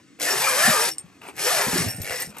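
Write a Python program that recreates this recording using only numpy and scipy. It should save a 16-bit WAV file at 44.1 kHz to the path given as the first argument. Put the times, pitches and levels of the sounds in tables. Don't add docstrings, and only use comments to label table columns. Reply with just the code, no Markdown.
import sys
import numpy as np
from scipy import signal
from scipy.fft import rfft, irfft, next_fast_len
from scipy.io import wavfile
from scipy.ndimage import map_coordinates

SR = 44100
rng = np.random.default_rng(int(sys.argv[2]) if len(sys.argv) > 2 else 0)


def unload_wav(signal):
    wavfile.write(
        sys.argv[1],
        SR,
        np.round(np.clip(np.atleast_2d(signal).T, -1, 1) * 32767).astype(np.int16),
    )


N = 105840

# (frequency [Hz], gain [dB])
ROOM_TONE_EQ = [(25, -31), (60, -7), (110, -3.5), (200, -4), (300, -1.5), (450, -11), (750, -28),
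                (1200, -20), (1900, -16.5), (3000, -22.5), (9000, -25), (14000, -44)]
# (centre time [s], length [s], level [dB])
NOISE_SWELLS = [(.0, 0.04, -54.5), (0.204, 0.034, -40), (0.986, 0.13, -54.5), (1.063, 0.07, -60),
                (1.136, 0.17, -57.5), (1.257, .1, -40.5), (1.298, 0.044, -42), (1.329, .08, -50.5),
                (2.33, 0.15, -51.5), (2.39, 0.098, -42.5)]
# (frequency [Hz], gain [dB])
SWELL_EQ = [(80, -10.5), (200, 0.5), (450, 2), (1100, 2.5), (1900, -5), (2550, 2), (3300, -10.5),
            (6000, -17.5), (12000, -12.5), (14000, -37)]
# (time [s], relative level [dB], pitch [Hz])
FLAPS = [(.24, -35, 180), (0.646, -33, 157), (.675, -18, 230), (.688, -19.5, 166), (1.039, -38.5, 170),
         (1.668, -18, 134), (1.675, -24, 232), (1.73, -17, 181), (1.755, -17.5, 346), (1.781, -18.5, 175),
         (1.803, -16.5, 135.2), (1.82, -24, 130), (1.843, -21.5, 237), (1.862, -16, 110),
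         (1.875, -22, 135.9), (1.945, -29, 125), (1.981, -23.5, 149.6), (1.995, -20, 102),
         (2.029, -28.5, 130.5), (2.098, -32.5, 90.1), (2.271, -30, 170), (2.293, -31.5, 200)]
# (centre time [s], length [s], pitch [Hz], relative level [dB])
TAUT_SPOTS = [(0.288, 0.069, 1850, -25), (0.333, 0.094, 380, -28.5), (.43, 0.083, 852, -25.5),
              (0.46, 0.09, 2370, -25.5), (0.483, 0.036, 1280, -21.5), (.665, 0.19, 1707, -22),
              (0.673, 0.085, 1930, -24), (.68, 0.11, 1415, -25), (0.764, 0.13, 1210, -28.5),
              (1.45, .04, 425, -28), (1.485, 0.053, 515, -23), (1.617, 0.078, 430, -25.5),
              (1.69, 0.068, 475, -31.5), (2.187, 0.17, 1970, -37)]
# (frequency [Hz], level [dB], free t60 [s])
METAL_MODES = [(5505, 0, .06), (7310, -14, .03), (8490, -4, .09), (8545, -1, .1), (12630, -6, .07),
               (12720, -10, .05)]
# (time [s], ring level [dB], lowest mode trim [dB],
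# top modes trim [dB], crack level [dB], damping [x free decay rate])
CLINKS = [(0.199, -40, 4, -6, -25.5, 2), (.305, -35, 15, 14, -36, 0.57), (.815, -31, 15, 0, -36, 0.73),
          (.915, -36.5, 12.5, 7, -50, 1.03), (.983, -19, -12.5, -18, -48, 3.5),
          (.997, -33.5, -14, -18, -45, 0.97), (1.279, -36.5, -24, -22, -55, 1.1),
          (1.366, -50, -3, -6, -30.5, 2.24), (1.397, -31, -14, -10, -52, 0.92), (1.78, -32, 10, 8, -40, 1),
          (1.885, -29.5, 1, 7, -42, 0.52), (1.902, -28, 3, -3, -42, 0.76), (1.925, -32, -5, -10, -45, 0.75),
          (1.944, -37, -16, -12, -45, 0.58), (1.962, -33.5, -12, -1, -40, 0.91),
          (2.0025, -38, -17, -12, -41, 0.88), (2.017, -36, -5, 14, -25, 0.63),
          (2.202, -37, -11, 17.5, -28, 1), (2.221, -27.5, -19, 8, -21, 1.1), (2.368, -44, -10, -6, -36, 1),
          (2.384, -32.5, -28, -3, -29.5, 1.1)]
# (time [s], rate [teeth/s])
SLIDER_SPEED = [(.195, 70.6), (.225, 140), (.26, 225), (.31, 408), (.35, 424), (.41, 448), (.46, 555),
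                (.52, 496), (.6, 597), (.665, 820), (.72, 610), (.78, 440), (.85, 470), (.89, 343),
                (.93, 90), (1.36, 88), (1.41, 300), (1.45, 425), (1.5, 544), (1.52, 723), (1.58, 560),
                (1.65, 490), (1.71, 478), (1.76, 360), (1.83, 270), (1.9, 140), (1.96, 70), (2.04, 91.6),
                (2.1, 100), (2.15, 233), (2.22, 244), (2.28, 80)]
# (time [s], relative rasp level [dB], relative buzz level [dB])
FIRST_STROKE = [(0.2, -40, -37), (0.214, -26, -32), (0.302, -25.5, -25), (0.338, -26.5, -28),
                (0.496, -23, -26), (0.526, -26, -25.5), (0.668, -18.5, -21), (0.78, -24, -24.5),
                (0.82, -23.5, -24), (0.884, -25, -28.5), (0.91, -35.5, -41), (0.92, -42.5, -51),
                (0.96, -56, -67)]
# (time [s], relative rasp level [dB], relative buzz level [dB])
SECOND_STROKE = [(1.34, -64.5, -58), (1.396, -29.5, -31.5), (1.43, -26.5, -33), (1.476, -23.5, -23.5),
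                 (1.562, -23, -27), (1.606, -25.5, -22), (1.692, -28.5, -31), (1.782, -24.5, -27),
                 (1.864, -31.5, -33.5), (1.906, -39.5, -34.5), (1.954, -50, -43.5), (2.03, -43.5, -42.5),
                 (2.044, -39, -38), (2.136, -32.5, -29.5), (2.178, -34.5, -38.5), (2.22, -33.5, -33),
                 (2.306, -54, -59), (2.32, -58, -68)]
# (frequency [Hz], gain [dB])
RASP_EQ = [(900, -49.5), (1700, -7.5), (2500, -3.5), (3600, -4.5), (4700, -2), (5500, -0.5), (6200, -4),
           (7300, -2.5), (7800, -3), (8600, -1.5), (9600, 3), (11100, 3), (12100, -11.5), (12700, -1),
           (14000, -28.5)]
# (frequency [Hz], gain [dB])
FAST_BUZZ_EQ = [(150, -31.5), (300, -9), (480, -3), (800, 0), (1000, -1.5), (1250, 0.5), (1480, -2),
                (1750, 2), (2100, -5), (2450, -4.5), (3100, -13.5), (4500, -22), (9000, -57)]
# (frequency [Hz], gain [dB])
SLOW_BUZZ_EQ = [(150, -26.5), (300, -4.5), (550, 1.5), (750, 3), (1000, -12.5), (1400, -5), (1700, 1),
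                (2000, 3), (2450, -1), (2800, 1.5), (3300, -36.5), (4500, -24), (9000, -48)]
# (frequency [x tooth rate], level [dB])
HUM_HARMONICS = [(1, 2), (2, -3), (3, -5), (4, 1)]
# (frequency [Hz], gain [dB])
DRAG_EQ = [(40, -18), (90, -7), (150, 0.5), (280, -6), (500, -5), (1500, -56)]
# (frequency [Hz], likeness [0 to 1])
STEREO_LIKENESS = [(60, .75), (300, 0.79), (1200, 0.75), (3000, 1), (6000, 1), (9000, 0.79)]
# (frequency [Hz], left minus right [dB])
LEFT_BIAS = [(100, 0), (600, 2.5), (1200, 2.2), (2500, 2.5), (5500, 4), (7200, 2.5), (8200, 0.5),
             (13000, 0)]
# (frequency [Hz], left lead [rad])
LEFT_LEAD = [(100, 0), (1720, 0.28), (2930, 1.25), (5080, 1.15), (6720, 0.92), (7600, 1.12), (8870, -2.36),
             (9820, -2.5), (11800, -5.5), (12300, -5), (13200, -9.5)]


def amp(db):
    return 10 ** (np.asarray(db) / 20)


def unit(x):
    return x / np.sqrt(np.mean(x ** 2) + 1e-20)


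def along(points, hz):
    knots_hz, values = np.transpose(points)
    return np.interp(np.log(hz + 1), np.log(knots_hz + 1), values)


def clock():
    return np.arange(N) / SR


def wobble(rate):
    return map_coordinates(rng.standard_normal(int(N * rate / SR) + 4), [clock() * rate])


def filtered(x, response):
    size = next_fast_len(N + SR // 2)
    return irfft(rfft(x, size) * response(np.fft.rfftfreq(size, 1 / SR)), size)[..., :N]


def coloured(x, eq, size=4096):
    cepstrum = irfft(np.log(amp(along(eq, np.fft.rfftfreq(size, 1 / SR)))))
    cepstrum[1:size // 2] *= 2
    cepstrum[size // 2 + 1:] = 0
    return signal.fftconvolve(x, irfft(np.exp(rfft(cepstrum))))[:N]


def noise(eq):
    return unit(coloured(rng.standard_normal(N), eq))


def swell(centre_s, length_s):
    return np.cos(np.pi * np.clip((clock() - centre_s) / length_s, -.5, .5))


def add(track, start_s, sound):
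    part = track[max(round(start_s * SR), 0):][:len(sound)]
    part += sound[:len(part)]


def stroke_levels():
    t, closed_db = clock(), -200
    strokes = np.array(FIRST_STROKE), np.array(SECOND_STROKE)
    return [np.maximum(*(np.interp(t, p[:, 0], p[:, column], closed_db, closed_db) for p in strokes))
            for column in (1, 2)]


def room_tone(level_db=-54.5):
    return amp(level_db) * noise(ROOM_TONE_EQ)


def rustles_and_hiss():
    grainy = unit(noise(SWELL_EQ) * amp(3.4 * wobble(220)))
    return grainy * sum(amp(db) * swell(s, length) for s, length, db in NOISE_SWELLS)


def wall_flaps(rise_s=.0042, decay_s=.01, puff_gain=.56, trim_db=-3.5):
    out, t = np.zeros(N), np.arange(SR // 8) / SR
    envelope = (1 - np.exp(-t / rise_s)) * np.exp(-t / decay_s)
    envelope /= envelope.max()
    puff = noise([(25, 18), (60, -26.5), (110, 1.5), (300, 1), (600, -11.5), (1500, -46.5), (5000, -74)])
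    for s, db, hz in FLAPS:
        thud = np.sin(2 * np.pi * hz * t) + puff_gain * np.roll(puff, -round(s * SR))[:len(t)]
        add(out, s, amp(db + trim_db) * envelope * thud)
    return out


def wall_drag(buzz_db):
    return amp(-48.5 + .2 * (buzz_db + 30)) * noise(DRAG_EQ)


def fabric_song(q=16.6, trim_db=-1.5):
    out = np.zeros(N)
    for s, length, hz, db in TAUT_SPOTS:
        band = filtered(rng.standard_normal(N), lambda f: 1 / (1 + (2 * q * (f - hz) / hz) ** 2))
        out += amp(db + trim_db) * swell(s, length) * unit(band)
    return out


def metal_ring(damping, lowest_db=0, top_db=0):
    t = np.arange(SR // 6) / SR
    ring = np.zeros(len(t))
    for trim_db, (hz, db, t60) in zip([lowest_db, 0, 0, 0, top_db, top_db], METAL_MODES):
        envelope = amp(db + trim_db + rng.normal(0, .94) - 60 * damping * t / t60)
        ring += envelope * np.sin(2 * np.pi * (hz * t + rng.random()))
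    return ring


def metal_clinks(crack_s=.0031):
    out, t = np.zeros(N), np.arange(SR // 6) / SR
    for s, db, lowest_db, top_db, crack_db, damping in CLINKS:
        crack = np.diff(rng.standard_normal(len(t) + 1)) * np.exp(-t / crack_s)
        add(out, s, amp(db) * metal_ring(damping, lowest_db, top_db) + amp(crack_db) * crack)
    return out


def tab_jingle(rasp_db, hits_per_s=170, flicker_db=3.5):
    jingle = np.zeros(N)
    for when, size in rng.random((int(hits_per_s * N / SR), 2)):
        add(jingle, when * N / SR, amp(2.7 * size) * metal_ring(damping=3.3))
    level_db = np.minimum(-38 + .45 * (rasp_db + 30), rasp_db)
    return amp(level_db) * unit(jingle * amp(flicker_db * wobble(24.63)))


def tooth_ticks(rate, teeth_passed, jitter_teeth=.1, scatter_db=1.6, tick_s=.0026, slide_share=.55):
    teeth = np.arange(1, int(teeth_passed[-1]))
    offset, size = rng.standard_normal((len(teeth), 2)).T
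    hits = np.interp(teeth + jitter_teeth * offset, teeth_passed, np.arange(N)).astype(int)
    pulses = np.bincount(hits, amp(scatter_db * size) / np.sqrt(rate[hits]), N)
    energy = signal.lfilter([1], [1, -np.exp(-2 / (tick_s * SR))], pulses ** 2)
    return pulses, np.sqrt(np.abs(energy / energy.mean() + slide_share))


def tooth_hum(rate, teeth_passed, onset_hz=334):
    tone = sum(np.cos(2 * np.pi * k * teeth_passed + .29 * wobble(150)) * amp(db + 3 * wobble(50.15))
               for k, db in HUM_HARMONICS)
    return unit(tone) / (1 + (onset_hz / rate) ** 8)


def fabric_buzz(rate, pulses, tick_envelope, crawl_hz=306, roughness=.7):
    grit = unit(tick_envelope * rng.standard_normal(N))
    plucks = unit(pulses - pulses.mean()) + roughness * grit
    fast = unit(coloured(plucks, FAST_BUZZ_EQ))
    slow = unit(coloured(tick_envelope * rng.standard_normal(N), SLOW_BUZZ_EQ))
    slow_share = 1 / (1 + (rate / crawl_hz) ** 5)
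    return np.sqrt(1 - slow_share) * fast + np.sqrt(slow_share) * slow


def zipper(rasp_db, buzz_db):
    rate = np.interp(clock(), *np.transpose(SLIDER_SPEED)) * np.exp(.04 * wobble(90))
    teeth_passed = np.cumsum(rate) / SR
    pulses, tick_envelope = tooth_ticks(rate, teeth_passed)
    rasp = unit(coloured(tick_envelope * rng.standard_normal(N), RASP_EQ))
    buzz = fabric_buzz(rate, pulses, tick_envelope)
    hum = tooth_hum(rate, teeth_passed)
    return amp(rasp_db + 1.5) * rasp + amp(buzz_db - 1.5) * buzz + amp(buzz_db - 11) * hum


def camper_room(x, t60_s=.066, echo_db=-6, change_s=.08):
    t = np.arange(SR // 8) / SR
    wet = np.zeros((2, N))
    hop = int(change_s * SR)
    fade = np.sqrt(signal.get_window("hann", 2 * hop))
    padded = np.pad(x, (hop, 2 * hop))
    for start in range(0, N + hop, hop):
        grain = padded[start:start + 2 * hop] * fade
        tails = rng.standard_normal((2, len(t))) * amp(-60 * t / t60_s) * (t > .001)
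        for track, tail in zip(wet, tails):
            reflections = signal.fftconvolve(grain, tail / np.linalg.norm(tail))
            add(track, (start - hop) / SR, reflections[max(hop - start, 0):])
    echo, diffuse = wet
    mid = (x + amp(echo_db) * echo) / np.hypot(1, amp(echo_db))
    alike = lambda hz: np.clip(along(STEREO_LIKENESS, hz), 0, .999)
    side = filtered(diffuse, lambda hz: np.sqrt((1 - alike(hz)) / (1 + alike(hz))))
    return np.array([mid + side, mid - side])


def scene():
    rasp_db, buzz_db = stroke_levels()
    backing = rustles_and_hiss() + wall_flaps() + wall_drag(buzz_db) + fabric_song()
    tab = metal_clinks() + tab_jingle(rasp_db)
    stereo = camper_room(room_tone() + backing + tab + zipper(rasp_db, buzz_db))
    split = np.array([[.5], [-.5]])
    pan = lambda hz: amp(split * along(LEFT_BIAS, hz)) * np.exp(1j * split * along(LEFT_LEAD, hz))
    return filtered(stereo, pan)


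def record(dry):
    bass_hz, notch_hz, half_width_hz, rolloff_hz, top_hz = 53, 10220, 320, 13000, 15600
    low_cut = lambda hz: (1j * hz / (bass_hz + 1j * hz)) ** 3
    notch = lambda hz: (hz - notch_hz) ** 2 / ((hz - notch_hz) ** 2 + half_width_hz ** 2)
    high_cut = lambda hz: (hz < top_hz) / (1 + (hz / rolloff_hz) ** 60)
    return filtered(dry, lambda hz: low_cut(hz) * notch(hz) * high_cut(hz))


dry = scene()
out = record(dry)
unload_wav(out)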